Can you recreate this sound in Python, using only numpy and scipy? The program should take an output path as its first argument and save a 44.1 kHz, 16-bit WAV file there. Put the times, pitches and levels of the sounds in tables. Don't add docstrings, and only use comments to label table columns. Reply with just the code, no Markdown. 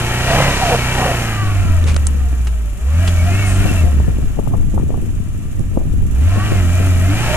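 import sys
import numpy as np
from scipy import signal
from scipy.fft import rfft, irfft, next_fast_len
from scipy.io import wavfile
from scipy.ndimage import uniform_filter1d

SR = 44100
rng = np.random.default_rng(int(sys.argv[2]) if len(sys.argv) > 2 else 0)


def inscribe(sig):
    pcm = np.round(np.clip(np.atleast_2d(sig).T, -1, 1) * 32767)
    wavfile.write(sys.argv[1], SR, pcm.astype(np.int16))


N = 324576
T = np.arange(N) / SR
WORKING_HZ = 100

# frequency in Hz, gain in dB.
EDDY_SPECTRUM = [(30, 6.5), (150, 7), (400, -3), (1150, -13), (2600, -49)]


def undb(db):
    return 10 ** (np.asarray(db) / 20)


def curve(table):
    return np.interp(T, *np.array(table, float).T)


def unit(x):
    return x / np.sqrt(np.mean(x ** 2))


def tone(turns):
    return np.sqrt(2) * np.sin(2 * np.pi * turns)


def colour(x, points):
    hz, db = np.array(points, float).T
    size = next_fast_len(x.shape[-1] + 8192, True) // 2 * 2
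    bin_hz = np.arange(size // 2 + 1) * SR / size
    log_gain = np.log(undb(np.interp(np.log(bin_hz + 1), np.log(hz), db)))
    cepstrum = irfft(log_gain)
    cepstrum[1:size // 2] *= 2
    cepstrum[size // 2 + 1:] = 0
    return irfft(rfft(x, size) * np.exp(rfft(cepstrum)))[..., :x.shape[-1]]


def walk(rate):
    steps = rng.standard_normal(N // 10)
    path = np.interp(T * rate, np.arange(len(steps)), steps)
    return unit(uniform_filter1d(path, int(SR / rate) + 1))


def clicks(times, sizes):
    at = np.round(times * SR).astype(int)
    inside = (at >= 0) & (at < N)
    return np.bincount(at[inside], sizes[inside], N)


def pair(make, alike):
    both = np.array([make(), make()])
    return unit(both + alike * both[::-1])


def scatter(x, t60, wet_db):
    t = T[:SR // 4]
    tails = rng.standard_normal((2, len(t))) * undb(-60 * t / t60)
    tails /= np.sqrt(np.sum(tails ** 2, axis=1, keepdims=True))
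    return x + undb(wet_db) * signal.fftconvolve(x[None], tails, axes=1)[:, :N]


def firing_hz():
    # time in seconds, firing rate in Hz.
    first_rev = [(0.0, 116.7), (.21, 121.5), (.35, 136.3), (.42, 139.7), (.59, 128.1), (.71, 130),
                 (.82, 119.7), (.98, 127.2), (1.15, 118.1), (1.61, 93.9), (1.95, 75.02), (2.28, 63.95),
                 (2.57, 56.93), (2.76, 50.3)]
    second_rev = [(2.81, 56.65), (2.916, 75.1), (3.016, 89.07), (3.208, 83.3), (3.406, 100.9),
                  (3.556, 91.54), (3.676, 102.4), (3.876, 73.2), (4.3, 55.8)]
    idle = [(4.48, 45.14), (6.09, 43.02)]
    third_rev = [(6.175, 63), (6.302, 91.2), (6.462, 105.8), (6.666, 84.3), (6.84, 92.55), (6.998, 86.7),
                 (7.094, 94.85), (7.226, 116.6), (7.36, 123.9)]
    return curve([*first_rev, *second_rev, *idle, *third_rev])


def overrun():
    presses = [(-1, 1.317), (3, 3.88), (6.5, 8)]
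    held = sum((T > start) & (T < end) for start, end in presses)
    return uniform_filter1d(1. - held, SR // 6)


def effort(db, db_per_octave, overrun_db, idle_db):
    octaves = np.log2(firing_hz() / WORKING_HZ)
    return undb(db + db_per_octave * octaves + overrun_db * overrun()) + undb(idle_db)


def silencer_db(pull_db=2.5, full_pull_hz_per_s=480):
    # firing rate in Hz, level in dB.
    response = [(44, -22), (51, -17), (61, -14.5), (84, -12), (96, -14), (108, -20), (124, -22.5),
                (140, -18.5)]
    # centre in seconds, depth in dB, half width in seconds.
    dropouts = [(.58, -10, 0.033), (2.79, -16, 0.021), (3.69, -6, 0.022), (4.32, -9, 0.12)]
    hz, db = np.array(response, float).T
    pickup = np.gradient(firing_hz()) * SR
    pull = uniform_filter1d(np.clip(pickup / full_pull_hz_per_s, 0, 1), SR // 20)
    dips = sum(depth * np.exp(-((T - centre) / width) ** 2 / 2) for centre, depth, width in dropouts)
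    return np.interp(firing_hz(), hz, db) + pull_db * pull + dips


def exhaust(firings, open_hz=94.5, overrun_db=-6):
    # multiple of the firing rate, relative level in dB.
    orders = [(.5, -26.5), (2, -29.5), (3, -34), (4, -40), (7, -42.5)]
    rate, easing = firing_hz(), overrun()
    strength = np.minimum(rate / open_hz, 1) ** 1.57
    strength *= np.minimum(WORKING_HZ / rate, 1) ** 2
    idling = np.clip((54 - rate) / 8, 0, 1)
    stumble = firings + (.009 + .1 * idling) * walk(25)
    boom = (tone(stumble) * (1 - .75 * idling) + .45 * idling * tone(2 * stumble)) * undb(silencer_db())
    overtones = 0
    for multiple, db in orders:
        gain = undb(db + overrun_db * easing + 3 * walk(30))
        uneven_firings = firings + .012 * walk(60)
        overtones += gain * tone(multiple * uneven_firings + rng.random())
    return boom * undb((.7 + .5 * idling) * walk(40)) + overtones * strength


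def clatter(firings, count=96):
    # frequency in Hz, gain in dB.
    bay = [(30, 7), (140, 1), (260, -6), (390, -8), (680, -3.5), (950, -9), (1270, -4.5), (1650, -9.5),
           (1900, -6.5), (2040, -13), (2280, -6), (2900, -9), (3400, -17), (7000, -48.5)]
    angles, weights = rng.random(count), rng.standard_normal(count)
    cycles = np.arange(N // 1000)[:, None]
    slip, force = rng.standard_normal((2, len(cycles), count))
    times = np.interp(4 * (cycles + angles), firings, T, right=-1) + .00003 * slip
    knocks = clicks(times.ravel(), (weights * undb(2 * force)).ravel())
    knocks = unit(knocks / np.sqrt(firing_hz()))
    intake_rush = unit(rng.standard_normal(N) * (1 + .047 * np.cos(2 * np.pi * firings)))
    return unit(colour(scatter(knocks + .75 * intake_rush, t60=.025, wet_db=-10), bay))


def alternator(firings, turns_per_firing=.745):
    # multiple of the shaft rate, relative dB pulling and winding down.
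    notes = [(10, -4, -4), (15, -16, -1.5), (20, -12, -6), (25, -6, -8), (30, -6, -10), (36, -3, -7)]
    # frequency in Hz, gain in dB.
    panels = [(500, -2), (680, 0), (850, -13.5), (1180, 1.5), (1600, -5), (2230, -4), (2480, -8),
              (2700, -13), (3200, -16)]
    shaft, easing = turns_per_firing * firings, overrun()
    whine = 0
    for multiple, pulling, coasting in notes:
        gain = undb(pulling + (coasting - pulling) * easing + 3.5 * walk(22))
        belt_flutter = np.sqrt(15 * multiple) * .012 * walk(70)
        whine += gain * tone(multiple * shaft + belt_flutter)
    return undb(-5.5) * np.minimum(firing_hz() / WORKING_HZ, 1) * colour(whine, panels)


def hiss(firings):
    # frequency in Hz, gain in dB.
    spectrum = [(2500, 3.5), (3500, 1.5), (4500, -10.5), (5600, -0.5), (7300, 8), (8500, 1), (9900, 4.5),
                (11000, -1.5), (12400, 2.5), (15000, -20)]
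    tappet = np.exp(-(firings / 2 % 1) / .36) * undb(5 * walk(30))
    return unit(colour(rng.standard_normal(N) * (1 + 35 / firing_hz() * tappet), spectrum))


def grit(count=50000):
    when, polarity, rarity = rng.random((count, 3)).T
    sizes = np.sign(polarity - .5) * undb(-3 * np.log(rarity + .002))
    return colour(clicks(when * N / SR, sizes), [(2000, -21), (4000, -9.5), (9000, -18), (15000, -58)])


def dirt(drive, fade_s=.041):
    # start in seconds, length in seconds, level in dB.
    wheelspins = [(0.267, 0.54, -40), (3.05, 0.769, -56)]
    spray = sum(undb(db) * np.exp(-np.abs(T - np.clip(T, start, start + length)) / fade_s)
                for start, length, db in wheelspins)
    return (drive * undb(-13) + spray * undb(2 * walk(28))) * pair(grit, alike=.29)


def eddies(count=1600, band_hz=(90, 315)):
    when, force = rng.random((count, 2)).T
    sizes = np.cos(np.pi * np.arange(count)) * undb(16 * force ** 3)
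    bunching = undb(5 * np.minimum(walk(22), 1))
    hits = clicks(when * N / SR, sizes) * bunching
    band = signal.butter(2, band_hz, "band", fs=SR, output="sos")
    return colour(signal.sosfilt(band, hits), EDDY_SPECTRUM)


def wind():
    # time in seconds, relative level in dB.
    strength = [(0, -39), (1.2, -45), (1.45, -25), (1.92, -21), (2.7, -31), (3.3, -25), (3.95, -20),
                (4.7, -18.5), (5.3, -23.5), (5.75, -20.5), (6.7, -21), (7.36, -22.5)]
    # frequency in Hz, gain in dB.
    spectrum = [(30, 0.5), (80, -2.5), (150, -13.5), (300, -27), (900, -71.5)]
    rumble = pair(lambda: colour(rng.standard_normal(N) * undb(2.2 * walk(12)), spectrum), alike=.04)
    flutter = pair(eddies, alike=.074)
    return (undb(4) * rumble + undb(-6.5) * flutter) * undb(curve(strength))


def tyres(attack_s=.019, sag_hz_per_s=920, hard_slip_db=-15):
    # start and length in seconds, level in dB, judder pitch in Hz,
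    # share of clean squawk from 0 to 1.
    scrubs = [(0.291, 0.062, -16, 711, 0.5), (0.387, 0.085, -19.5, 580, 0.18),
              (0.62, 0.074, -17.5, 741, 0.96), (0.726, 0.022, -13, 535.6, 0.41),
              (0.984, 0.12, -18.5, 790, 0.3), (7.291, 0.073, -25, 659, 0.9)]
    # frequency in Hz, gain in dB.
    carcass = [(150, -2.5), (390, -10.5), (520, -1), (860, -3.5), (3000, -32.5)]
    waver = 1 + .035 * walk(170) + .04 * walk(35)
    flutter = undb(1.8 * walk(60))
    rasp = unit(colour(rng.standard_normal(N) * undb(3.3 * walk(260)), carcass))
    out = 0
    for start, length, db, hz, clean in scrubs:
        age, release_s = T - start, .36 * length
        envelope = np.exp(np.minimum(age, 0) / attack_s - np.maximum(age - length, 0) / release_s)
        turns = np.cumsum((hz - sag_hz_per_s * np.clip(age, 0, length)) * waver) / SR
        doubling = np.clip((db - hard_slip_db) / 2, 0, 1)
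        squawk = (tone(turns) + doubling * tone(3 * turns / 2)) * flutter
        out += undb(db) * envelope * (np.sqrt(clean) * squawk + np.sqrt(1 - clean) * rasp)
    return out


def buffets(rise_s=.014, fall_s=.036, lean_db=12):
    # time in seconds, relative level in dB, upper edge in Hz, port.
    thumps = [(1.424, -21, 400, "left"), (1.65, -14.5, 333, "both"), (1.855, -15.5, 400, "left"),
              (3.655, -12.5, 1000, "left"), (3.712, -14, 500, "left"), (3.834, -12.5, 605.5, "left"),
              (4.0, -14.5, 1300, "left"), (4.08, -11, 499, "left"), (4.184, -20.5, 601, "left"),
              (4.389, -15, 898, "left"), (4.473, -14.5, 940, "left"), (4.538, -14, 1200, "left"),
              (4.74, -16.5, 600, "right"), (4.777, -15.5, 1700, "left"), (4.829, -17.5, 449.6, "left"),
              (4.904, -18, 800, "left"), (4.942, -19.5, 1296, "left"), (4.976, -19.5, 654, "both"),
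              (5.033, -20, 500, "left"), (5.594, -14.5, 400, "right"), (5.772, -8, 750, "both"),
              (5.937, -20, 350, "left"), (6.025, -25, 750, "left"), (6.37, -14, 809.5, "left"),
              (6.519, -14, 500.7, "left"), (6.8, -16, 597.6, "left")]
    out = np.zeros((2, N))
    age = T[:SR // 4] - T[SR // 20]
    flutter = undb(-11.5) * np.exp(np.minimum(age / rise_s, -age / fall_s))
    slap = (age >= 0) * np.exp(-np.abs(age) / .003)
    for time, db, edge_hz, port in thumps:
        side = (port == "left") - (port == "right")
        lean = undb(lean_db / 2 * side * np.array([[1], [-1]]))
        rattle = unit(undb(5 * np.repeat(rng.standard_normal(len(age)), SR // 200)[:len(age)]))
        eddy = colour(rng.standard_normal((2, len(age))) * (slap + flutter * rattle), EDDY_SPECTRUM)
        thump = signal.sosfilt(signal.butter(3, edge_hz, fs=SR, output="sos"), eddy)
        thump /= thump.std(axis=1, keepdims=True)
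        at = int((time + age[0]) * SR)
        out[:, at:at + len(age)] += undb(db - 14) * lean * thump[:, :N - at]
    return out


def stones():
    # start in seconds, relative peak in dB, ring in Hz, decay in seconds.
    hits = [(1.84, -23, 3885, .012), (1.865, -18, 2370, 0.18), (1.944, -20, 2394, 0.012),
            (1.963, -13.5, 1550, 0.021), (2.068, -8.5, 8200, 0.015), (2.467, -24, 2771, 0.064),
            (3.073, -17.5, 3170, 0.061), (3.449, -23.5, 8436, 0.4), (5.593, -28, 9230, 0.013)]
    # frequency in Hz, gain in dB.
    steel = [(400, 12), (3000, 1), (10000, -1.5), (15000, -45)]
    out = np.zeros((2, N))
    t = T[:SR // 2]
    for start, db, hz, t60 in hits:
        envelope = undb(-60 * t / t60) * (1 - np.exp(-4 * t / t60 ** 1.5))
        crunch = undb(2.5 * np.repeat(rng.standard_normal(len(t)), 40)[:len(t)])
        noise = rng.standard_normal(len(t)) + rng.standard_normal((2, len(t)))
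        crack = colour(noise * envelope * crunch, steel)
        ring = signal.lfilter(*signal.iirpeak(hz, 5, fs=SR), crack)
        hit = crack + undb(7) * (hz / 3000) ** 1.5 * ring
        at = int(start * SR)
        out[:, at:at + len(t)] += undb(db + 5) * hit / np.abs(hit).max()
    return out


def squeals(half_width_s=.022, sag_per_s=.4):
    # centre in seconds, pitch in Hz, level in dB.
    chirps = [(3.2, 2250, -35), (3.3, 685, -28.5), (3.4, 2690, -33), (3.442, 2215, -29),
              (3.695, 2680, -30), (3.781, 2670, -30.5), (3.881, 710, -33.5)]
    waver, rasp = 1 + .011 * walk(200), unit(undb(3 * walk(130)))
    out = 0
    for centre, hz, db in chirps:
        age = T - centre
        envelope = np.exp(-(age / half_width_s) ** 2 / 2)
        turns = np.cumsum(hz * (1 - sag_per_s * age) * waver) / SR
        out += undb(db) * rasp * envelope * tone(turns)
    return out


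def ports(car, lag_s=.0001102):
    # frequency in Hz, left minus right in dB.
    balance = [(80, -0.5), (250, -2), (700, -0.5), (1300, -2), (2400, 5), (4500, 2), (6500, -7), (9000, 7)]
    left = colour(np.interp(T - lag_s, T, car[0]), [(hz, db / 2) for hz, db in balance])
    right = colour(car[1], [(hz, -db / 2) for hz, db in balance])
    return np.array([left, right])


def scene():
    firings = np.cumsum(firing_hz()) / SR
    drive = effort(db=-25, db_per_octave=20.5, overrun_db=-2.5, idle_db=-49)
    engine = exhaust(firings) + drive * (clatter(firings) + alternator(firings))
    airflow = effort(db=-32.5, db_per_octave=9.5, overrun_db=-4.5, idle_db=-59)
    air = airflow * pair(lambda: hiss(firings), alike=.013)
    car = engine + air + dirt(drive) + tyres() + squeals()
    return ports(car) + stones() + wind() + buffets()


def record(dry):
    lowpass = signal.ellip(8, .2, 70, 15000, fs=SR, output="sos")
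    return signal.sosfilt(lowpass, np.clip(dry, -.95, .95))


dry = scene()
out = record(dry)
inscribe(out)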